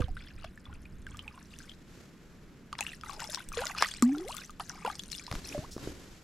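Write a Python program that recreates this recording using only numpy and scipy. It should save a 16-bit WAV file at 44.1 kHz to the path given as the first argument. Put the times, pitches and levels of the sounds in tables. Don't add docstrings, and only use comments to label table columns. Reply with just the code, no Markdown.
import sys
import numpy as np
from scipy import signal
from scipy.fft import rfft, irfft, next_fast_len
from scipy.io import wavfile
from scipy.ndimage import uniform_filter1d

SR = 44100
rng = np.random.default_rng(int(sys.argv[2]) if len(sys.argv) > 2 else 0)


def store_wav(level_fs):
    pcm = np.round(np.clip(np.atleast_2d(level_fs), -1, 1) * 32767)
    wavfile.write(sys.argv[1], SR, pcm.T.astype(np.int16))


N = 275000

# start_s, length_s, churn_db, bubble_pitch_hz, spray_db
STROKES = [(0.0, 0.033, -47, 2190, -68.5), (0.163, 0.14, -56.5, 2680, -77), (0.371, 0.097, -58, 2500, -91),
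           (0.639, 0.11, -59.5, 1520, -97), (1.079, 0.35, -60, 1624, -73), (1.5, 0.21, -61.5, 2340, -67),
           (2.778, 0.074, -48.5, 1445, -54), (2.858, 0.07, -53.5, 2590, -57),
           (3.039, 0.097, -50, 1566, -53), (3.129, 0.05, -53, 740, -63), (3.191, 0.04, -42, 1470, -48),
           (3.246, 0.038, -58, 850, -52), (3.292, 0.031, -54, 2410, -45), (3.37, 0.037, -47.5, 1820, -57),
           (3.52, 0.063, -48.5, 1960, -52.5), (3.573, 0.14, -43, 1460, -49.5),
           (3.773, 0.1, -41.5, 2240, -47.5), (3.87, 0.12, -52.5, 2700, -53), (4.03, 0.23, -54.5, 1250, -58),
           (4.271, 0.16, -50.5, 1895, -51.5), (4.593, 0.0082, -49.5, 1110, -46.5),
           (4.677, 0.17, -53.5, 1440, -59.5), (4.851, 0.065, -44.5, 1440, -52),
           (4.942, 0.21, -76, 2370, -59), (5.109, 0.012, -51.5, 4540, -43.5),
           (5.173, 0.12, -61, 2220, -58.5), (5.44, 0.051, -52, 3280, -50)]
STROKE_ATTACK_S = 0.0078
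# frequency_hz, level_db
SPRAY_SPECTRUM = [(2000, -11), (3200, -8), (5200, 0.5), (8000, -3.5), (11500, -7), (13500, -15.5),
                  (15500, -32)]
# frequency_hz, level_db
SHEET_SPECTRUM = [(400, -2.5), (1000, 5), (2200, 3), (3200, 0), (5200, -4), (8000, -22.5), (11500, -17),
                  (15000, -58)]


def from_db(db):
    return 10 ** (np.asarray(db) / 20)


def rms_one(x):
    return x / np.sqrt(np.mean(x ** 2) + 1e-20)


def seconds(length):
    return np.arange(int(length * SR) + 2) / SR


def in_time(rows):
    times, values = np.transpose(rows)
    return np.interp(np.arange(N) / SR, times, values)


def add(out, start_s, sound):
    at = max(round(start_s * SR), 0)
    out[at:at + len(sound)] += sound[:N - at]


def panned(x, pan_db):
    return x * from_db(pan_db * np.array([[.5], [-.5]]))


def colour(x, spectrum):
    hz, db = np.transpose(spectrum)
    size = next_fast_len(x.shape[-1])
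    octave = np.log2(np.arange(size // 2 + 1) * SR / size + 1e-3)
    beyond = np.abs(octave - np.clip(octave, np.log2(hz[0]), np.log2(hz[-1])))
    gain = from_db(np.interp(octave, np.log2(hz), db) - 20 * beyond)
    return rms_one(irfft(rfft(x, size) * gain, size)[..., :x.shape[-1]])


def drift(per_s):
    knots = rng.standard_normal(8192)
    return rms_one(np.interp(np.arange(N) / SR * per_s, np.arange(len(knots)), knots))


def stereo_noise(spectrum, side_db):
    mid, side = rng.standard_normal((2, N))
    return colour(mid + from_db(side_db) * side * np.array([[1], [-1]]), spectrum)


def swell(t, length, attack_s, release_s):
    return np.clip(t / attack_s, 0, 1) * np.exp(-np.clip((t - length) / release_s, 0, 20))


def swells(rows, attack_s, release_s):
    power = np.zeros(N)
    for start, length, db in rows:
        t = seconds(length + 10 * release_s) - min(start, 0)
        add(power, start, (from_db(db) * swell(t, length, attack_s, release_s)) ** 2)
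    return np.sqrt(power)


def burst(spectrum, t60, attack_s=0.00055):
    t = seconds(t60)
    envelope = from_db(-60 * t / t60) * (1 - np.exp(-t / attack_s))
    noise = colour(rng.standard_normal(8192), spectrum)[:len(t)]
    return noise * envelope / envelope.max() / 2.5


def ring(hz, t60, rise=0, onset_cycles=0.44):
    t = seconds(t60)
    envelope = (1 - np.exp(-hz * t / onset_cycles)) * from_db(-60 * t / t60)
    return envelope * np.sin(2 * np.pi * hz * (t + rise * t * t / t60 / 2))


def swarm(per_s, low_hz, high_hz, cycles, spread_db, size=N):
    out = np.zeros(N)
    for when, smallness, strength, ringing, rise in rng.random((int(per_s * size / SR), 5)):
        hz = low_hz * (high_hz / low_hz) ** smallness
        bubble = ring(hz, cycles * (.5 + ringing) / hz, 0.4 * rise ** 2, onset_cycles=2.4)
        add(out, when * (size - 1) / SR, from_db(spread_db * strength ** 2) * bubble)
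    local_power = uniform_filter1d(out[:size] ** 2, size=2000)
    return out[:size] / np.sqrt(local_power + 1e-6)


def froth(spectrum):
    return colour(rng.standard_normal(N) * from_db(2 * drift(700)), spectrum)


def churning(churn_db, froth_db, pitch_spread):
    gurgle, effort = np.zeros((2, N))
    t = seconds(.5)
    for start, length, db, hz, _ in STROKES:
        gain = from_db(db) * swell(t, length, STROKE_ATTACK_S, release_s=0.019)
        cloud = swarm(per_s=700, low_hz=hz / pitch_spread, high_hz=hz * pitch_spread,
                      cycles=26, spread_db=28, size=len(t))
        add(gurgle, start, gain * cloud)
        add(effort, start, gain)
    return from_db(churn_db) * gurgle + from_db(froth_db) * effort * froth(SHEET_SPECTRUM)


def crackle():
    ticks = swarm(per_s=850, low_hz=2250, high_hz=14300, cycles=12, spread_db=25)
    clumps = from_db(3.5 * drift(45))
    return colour(np.diff(ticks, prepend=0) * clumps, SPRAY_SPECTRUM)


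def spray(patter_db, mist_db, tick_db, drizzle_db, wake_db, wake_end_s):
    throws = [(start, length, db) for start, length, _, _, db in STROKES]
    wake = from_db(wake_db) * (np.arange(N) / SR < wake_end_s)
    thrown = swells(throws, STROKE_ATTACK_S, release_s=0.043) + wake
    airborne = np.sqrt(np.minimum(thrown / from_db(-52), 1))
    droplets = swarm(per_s=620, low_hz=2640, high_hz=12930, cycles=49, spread_db=42)
    patter = from_db(patter_db) * airborne * colour(droplets, SPRAY_SPECTRUM)
    ticks = from_db(tick_db) * crackle()
    mist = from_db(mist_db) * froth(SPRAY_SPECTRUM)
    falling = from_db(drizzle_db) * swells(throws, attack_s=0.09, release_s=0.18)
    drizzle = swarm(per_s=900, low_hz=1330, high_hz=8040, cycles=17, spread_db=21)
    return thrown * (patter + mist + ticks) + falling * drizzle


def gulps(level_db, flare_db, wobble_db, pitch_wobble):
    # start_s, life_s, first_hz, last_hz, level_db, fade_db
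    pockets = [(0.0, 0.099, 469, 800, -33, 37), (3.572, 0.064, 416, 1164, -27, 18.5),
               (4.0244, 0.3, 226.7, 1453, -13, 40), (4.17, 0.18, 360, 807, -40.5, 26),
               (5.547, 0.11, 546, 1390, -30, 26.5)]
    creep_share = 0.33
    swoop_at, swoop_width = 0.885, 0.1
    out = np.zeros(N)
    wander = drift(70)
    for start, life, first_hz, last_hz, db, fade_db in pockets:
        t = seconds(life)
        age = t / life
        quiver = wander[round(start * SR):][:len(t)] * age
        swoop = .5 + .5 * np.tanh((age - swoop_at) / swoop_width)
        climb = creep_share * age + (1 - creep_share) * swoop
        settling = 0.35 * np.exp(-t / 0.004)
        pitch = first_hz * (last_hz / first_hz) ** climb * (1 + settling + pitch_wobble * quiver)
        gain = from_db(db + level_db - fade_db * age + flare_db * swoop + wobble_db * quiver)
        edges = (1 - np.exp(-4 * first_hz * t)) * np.clip((1 - age) / swoop_width, 0, 1)
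        add(out, start, gain * edges * np.sin(2 * np.pi * np.cumsum(pitch) / SR))
    return out


def diffuse_tail(water, spectrum, wet_db, t60):
    t = seconds(t60)
    noise = colour(rng.standard_normal((2, 32768)), spectrum)[:, :len(t)]
    tail = noise * from_db(-60 * t / t60) * (t > .001)
    tail /= np.sqrt(np.sum(tail ** 2, axis=1, keepdims=True))
    return from_db(wet_db) * signal.fftconvolve(water[None], tail, axes=1)[:, :N]


def heard_from_bank(water):
    # time_s, left_minus_right_db
    fish_pan = [(0, -1.5), (1.3, 0.5), (2.8, 4), (3.3, 3), (3.8, 1.6), (4.05, 1.5), (4.6, 2.5), (5.2, 2),
                (6.24, -2)]
    # frequency_hz, level_db
    shimmer_spectrum = [(3000, -3), (9000, -6), (13000, -1.5), (15500, 7)]
    pan_db = in_time(fish_pan) + 2.6 * drift(49)
    treble = signal.sosfilt(signal.butter(1, 7000, "high", fs=SR, output="sos"), water)
    direct = panned(water, pan_db) + 0.19 * treble * np.array([[1], [-1]])
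    shimmer = diffuse_tail(water, shimmer_spectrum, wet_db=-5, t60=0.082)
    bank_reflections = diffuse_tail(water, SHEET_SPECTRUM, wet_db=-24, t60=0.087)
    return direct + shimmer + bank_reflections


def wind(level_db, breeze_db):
    # start_s, length_s, level_db
    gusts = [(-0.04, 0.13, -42), (0.34, 0.053, -47), (0.66, 0.46, -48), (3.46, 0.14, -46),
             (5.3, 0.61, -52.5)]
    # frequency_hz, level_db
    rumble_spectrum = [(18, 4), (35, -4), (70, -1.5), (120, -14.5), (250, -23)]
    strength = np.hypot(from_db(breeze_db), swells(gusts, attack_s=0.01, release_s=0.13))
    lumps = from_db(level_db + 2 * drift(11))
    return panned(strength * lumps * stereo_noise(rumble_spectrum, side_db=-18), pan_db=-1.5)


def lake(level_db, lap_db):
    # frequency_hz, level_db
    wash_spectrum = [(100, -5.5), (170, 3.5), (310, -6), (500, -14.5), (800, -22.5), (1500, -18.5),
                     (2700, -26), (4200, -35.5), (8000, -65), (11500, -39.5), (15500, -53)]
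    return from_db(level_db + lap_db * drift(3.38)) * stereo_noise(wash_spectrum, side_db=-13.5)


def handling(thud_db, thud_cycles, scuff_db, scuff_t60, click_t60):
    # start_s, level_db, pitch_hz, scuff_level_db
    bumps = [(0.003, -21, 212, -27.5), (0.008, -17.5, 69, -30), (0.04, -21, 71, -64), (0.106, -28, 36, -70),
             (5.314, -25.5, 95, -24), (5.325, -34, 156, -19.5), (5.339, -30, 182, -31.5),
             (5.353, -29.5, 30, -50), (5.579, -22.5, 280, -28.5), (5.589, -25, 125, -53),
             (5.765, -23.5, 326, -32.5), (5.779, -30, 290, -28), (5.874, -20.5, 318, -34)]
    # start_s, level_db
    clicks = [(5.3138, -21), (5.3528, -23.5)]
    # frequency_hz, level_db
    scuff_spectrum = [(100, 15), (500, 4.5), (1200, 7), (2800, -18), (5000, -6.5), (12000, -26)]
    click_spectrum = [(500, -3), (1200, 13), (3000, 14.5), (6500, 0), (11000, -1.5), (15500, -26)]
    # time_s, left_minus_right_db
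    bump_pan = [(0, -7), (5.3, 1.5), (6.24, -0.5)]
    out = np.zeros(N)
    for start, db, hz, scuff_level_db in bumps:
        add(out, start, from_db(db + thud_db) * ring(hz, thud_cycles / hz))
        add(out, start, from_db(scuff_level_db + scuff_db) * burst(scuff_spectrum, scuff_t60))
    for start, db in clicks:
        add(out, start, from_db(db) * burst(click_spectrum, click_t60))
    return panned(out, in_time(bump_pan))


def plinks(ring_db, snap_db, snap_t60, linger_db, linger_cycles):
    # start_s, pitch_hz, level_db, rise_fraction (negative falls)
    bubbles = [(0.0197, 1320, -26.5, -0.48), (0.083, 750, -37.5, -0.066), (0.168, 1360, -32, 0.83),
               (0.2072, 2200, -41, 0.82), (0.286, 1980, -46, 0.97), (0.4442, 640, -34.5, 0.12),
               (0.5757, 1725, -39, 0.047), (0.6548, 3500, -40, -0.1), (0.7277, 1400, -41, 0.04),
               (0.855, 2380, -40, 0.27), (1.0669, 1690, -31, -0.45), (1.1453, 1210, -38, 0.0045),
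               (1.1922, 3150, -29, -0.17), (1.2787, 2710, -29.5, -0.42), (1.3766, 1074, -39.5, -0.1),
               (1.5378, 2590, -39, 0.56), (1.603, 1490, -40, 0.55), (1.6946, 3300, -35.5, -0.39),
               (1.7168, 3270, -38.5, -0.12), (2.7281, 1290, -25, -0.71), (2.789, 1047, -30, -0.67),
               (2.8077, 2510, -19, 0.15), (2.809, 850, -28.5, -0.16), (2.8266, 2760, -27.5, -0.14),
               (2.8657, 2640, -24, 0.59), (2.891, 2840, -32.5, -0.12), (2.918, 2370, -35, 0.88),
               (2.933, 2020, -31.5, -0.47), (3.0353, 1355, -28.5, -0.42), (3.0954, 1150, -28, -0.12),
               (3.2205, 965, -27.5, -0.22), (3.29, 613, -37, -0.027), (3.3732, 1080, -30.5, -0.54),
               (3.5187, 1240, -31.5, 0.56), (3.5901, 1620, -25.5, 0.14), (3.6193, 790, -26, -0.23),
               (3.637, 1430, -27, -0.062), (3.6549, 596, -34.5, 0.29), (3.698, 1170, -32, -0.08),
               (3.749, 1320, -28, -0.37), (3.8323, 2085, -19, 0.28), (3.8457, 1784, -20, 0.69),
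               (3.914, 3130, -27, 0.69), (4.0238, 1264, -17, -0.64), (4.092, 766, -37.5, 0.1),
               (4.149, 1370, -33.5, -0.026), (4.326, 2880, -31.5, 0.6), (4.3816, 3480, -32, 0.043),
               (4.495, 1290, -34.5, -0.32), (4.5976, 873, -27.5, 0.85), (4.6006, 1146, -27, 1.0),
               (4.6055, 733, -33, 0.45), (4.6995, 1650, -33.5, -1.2), (4.8477, 444, -25.5, 0.61),
               (4.8494, 943, -20, 0.37), (4.8606, 1436, -26.5, -0.12), (4.8625, 2610, -28, 1),
               (4.8758, 753, -20.5, 0.98), (4.9002, 1230, -28.5, 0.015), (4.995, 3130, -27, 0.98),
               (5.129, 4100, -27, 0.16), (5.15, 3530, -30.5, 0.03), (5.1963, 2360, -35, -0.05),
               (5.2792, 930, -34.5, 0.46), (5.5249, 2360, -30.5, 0.93)]
    # frequency_hz, level_db
    snap_spectrum = [(400, 2), (1200, 0), (2500, 12.5), (5000, -3), (9000, -3.5), (15000, -22)]
    out = np.zeros(N)
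    for start, hz, db, rise in bubbles:
        t60 = 0.037 * (1080 / hz) ** 0.6
        add(out, start, from_db(db + ring_db) * ring(hz, t60, rise, onset_cycles=0.4))
        softening_db = 2 * rise
        add(out, start, from_db(db + snap_db - softening_db) * burst(snap_spectrum, snap_t60))
        linger = ring(hz * (1 + .5 * rise), linger_cycles / hz, rise=0.15, onset_cycles=10)
        add(out, start, from_db(min(db, -22) + linger_db) * linger)
    return out


def water_sheets(level_db):
    # start_s, length_s, level_db
    sheets = [(0.442, 0.0073, -39.5), (3.193, 0.033, -47), (3.328, 0.025, -43), (3.575, 0.061, -44),
              (3.76, 0.023, -40), (3.806, 0.017, -30.5), (3.826, 0.023, -32)]
    gain = np.zeros(N)
    for start, length, db in sheets:
        add(gain, start, from_db(db + level_db) * signal.windows.tukey(int(length * SR), .2))
    return gain * froth(SHEET_SPECTRUM)


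def smacks(crack_db, crack_t60, ping_db, ping_t60):
    # start_s, level_db, pitch_hz
    hits = [(1.1708, -38, 7260), (1.5877, -33, 6140), (2.7283, -35, 5260), (2.7526, -30, 2200),
            (2.789, -26.5, 3800), (2.8075, -18.5, 6500), (3.0115, -37.5, 5040), (3.1333, -32, 5100),
            (3.2031, -28.5, 7000), (3.2413, -30, 5270), (3.3464, -19, 5100), (3.3575, -28, 5500),
            (3.488, -32.5, 8230), (3.572, -20.5, 2570), (3.6545, -26.5, 6800), (3.6686, -22, 4870),
            (3.8232, -13, 5200), (3.8873, -29.5, 6130), (3.9386, -29, 4500), (3.7837, -21, 4230),
            (3.804, -32, 2010), (4.0236, -15.5, 7300), (4.1828, -32.5, 4250), (4.284, -33.5, 7200),
            (4.3672, -26, 7400), (4.4092, -35, 6000), (4.6955, -27.5, 5600), (4.506, -39, 6700),
            (4.605, -41.5, 5430), (4.9541, -33, 5440), (4.9932, -30.5, 6570), (5.0355, -32.5, 5900),
            (5.101, -40, 4900), (5.1175, -29, 6900), (5.2662, -28.5, 4200)]
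    out = np.zeros(N)
    for start, db, hz in hits:
        crack_spectrum = [(hz / 4, -7), (hz, 0), (hz * 1.74, -9), (hz * 2.8, -30)]
        add(out, start, from_db(db + crack_db) * burst(crack_spectrum, crack_t60))
        add(out, start, from_db(db + ping_db) * ring(hz, ping_t60, rise=0.23, onset_cycles=1.4))
    return out


def sleeve(level_db, grain_db, bend_s):
    # start_s, length_s, rub_db, swish_db
    reaches = [(1.714, 0.62, -63, -70.5), (1.84, 0.17, -70, -63.5), (5.286, 0.063, -48, -48),
               (5.441, 0.15, -51, -51.5), (5.764, 0.11, -47, -50.5), (5.933, 0.22, -63, -59.5)]
    # frequency_hz, level_db
    rub_spectrum = [(40, -7), (130, -1.5), (330, 0.5), (600, -11), (1200, -53.5), (2500, -43)]
    swish_spectrum = [(600, 4.5), (1500, 4), (3000, 1), (5000, 1), (7500, -1), (9000, -10.5), (12000, -7),
                      (15000, -32)]
    attack_s, release_s = 0.065, 0.1
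    moves = np.array(reaches)
    bent = np.clip((np.arange(N) / SR - bend_s) / attack_s, 0, 1)
    rub_gain = np.hypot(bent * from_db(-67), swells(moves[:, [0, 1, 2]], attack_s, release_s))
    swish_gain = np.hypot(bent * from_db(-69.5), swells(moves[:, [0, 1, 3]], attack_s, release_s))
    catches_db = grain_db * drift(140)
    rub = rub_gain * from_db(catches_db) * stereo_noise(rub_spectrum, side_db=-12)
    swish = swish_gain * from_db(catches_db / 2) * stereo_noise(swish_spectrum, side_db=-5.5)
    return from_db(level_db) * (rub + swish)


def tail_slap(start_s, pop_db, hz, t60, crack_db):
    out = np.zeros(N)
    add(out, start_s, from_db(pop_db) * (ring(hz, t60) + .5 * ring(1.43 * hz, t60)))
    add(out, start_s, from_db(crack_db) * burst(SHEET_SPECTRUM, t60 / 2))
    return out


def line_slide(start_s, length_s, level_db):
    hiss_spectrum = [(3500, -6.5), (5500, 1), (7500, -5), (12000, -14)]   # frequency_hz, level_db
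    gain = swells([(start_s, length_s, level_db)], attack_s=0.012, release_s=0.026)
    return gain * stereo_noise(hiss_spectrum, side_db=-16)


def scene():
    water = churning(churn_db=-1, froth_db=-11.5, pitch_spread=2.016)
    water += spray(patter_db=-2, mist_db=-11, tick_db=-2.5, drizzle_db=-14.5,
                   wake_db=-69.5, wake_end_s=1.75)
    water += plinks(ring_db=-2, snap_db=-7.5, snap_t60=0.0065, linger_db=-9.5, linger_cycles=49)
    water += water_sheets(level_db=-3.5)
    water += smacks(crack_db=1, crack_t60=0.0049, ping_db=1.5, ping_t60=0.0048)
    water += tail_slap(start_s=3.8246, pop_db=-4, hz=1160, t60=0.0097, crack_db=-15)
    fish = heard_from_bank(water) + gulps(level_db=-0.5, flare_db=23.5, wobble_db=3, pitch_wobble=0.063)
    angler = handling(thud_db=10.5, thud_cycles=2.5, scuff_db=-1, scuff_t60=0.014, click_t60=0.005)
    angler += sleeve(level_db=1, grain_db=3, bend_s=1.4)
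    angler += line_slide(start_s=5.705, length_s=0.027, level_db=-49.5)
    return fish + angler + wind(level_db=0.5, breeze_db=-57.5) + lake(level_db=-56, lap_db=0.7)


def record(dry):
    return signal.sosfilt(signal.ellip(10, .1, 90, 15900, fs=SR, output="sos"), dry)


dry = scene()
out = record(dry)
store_wav(out)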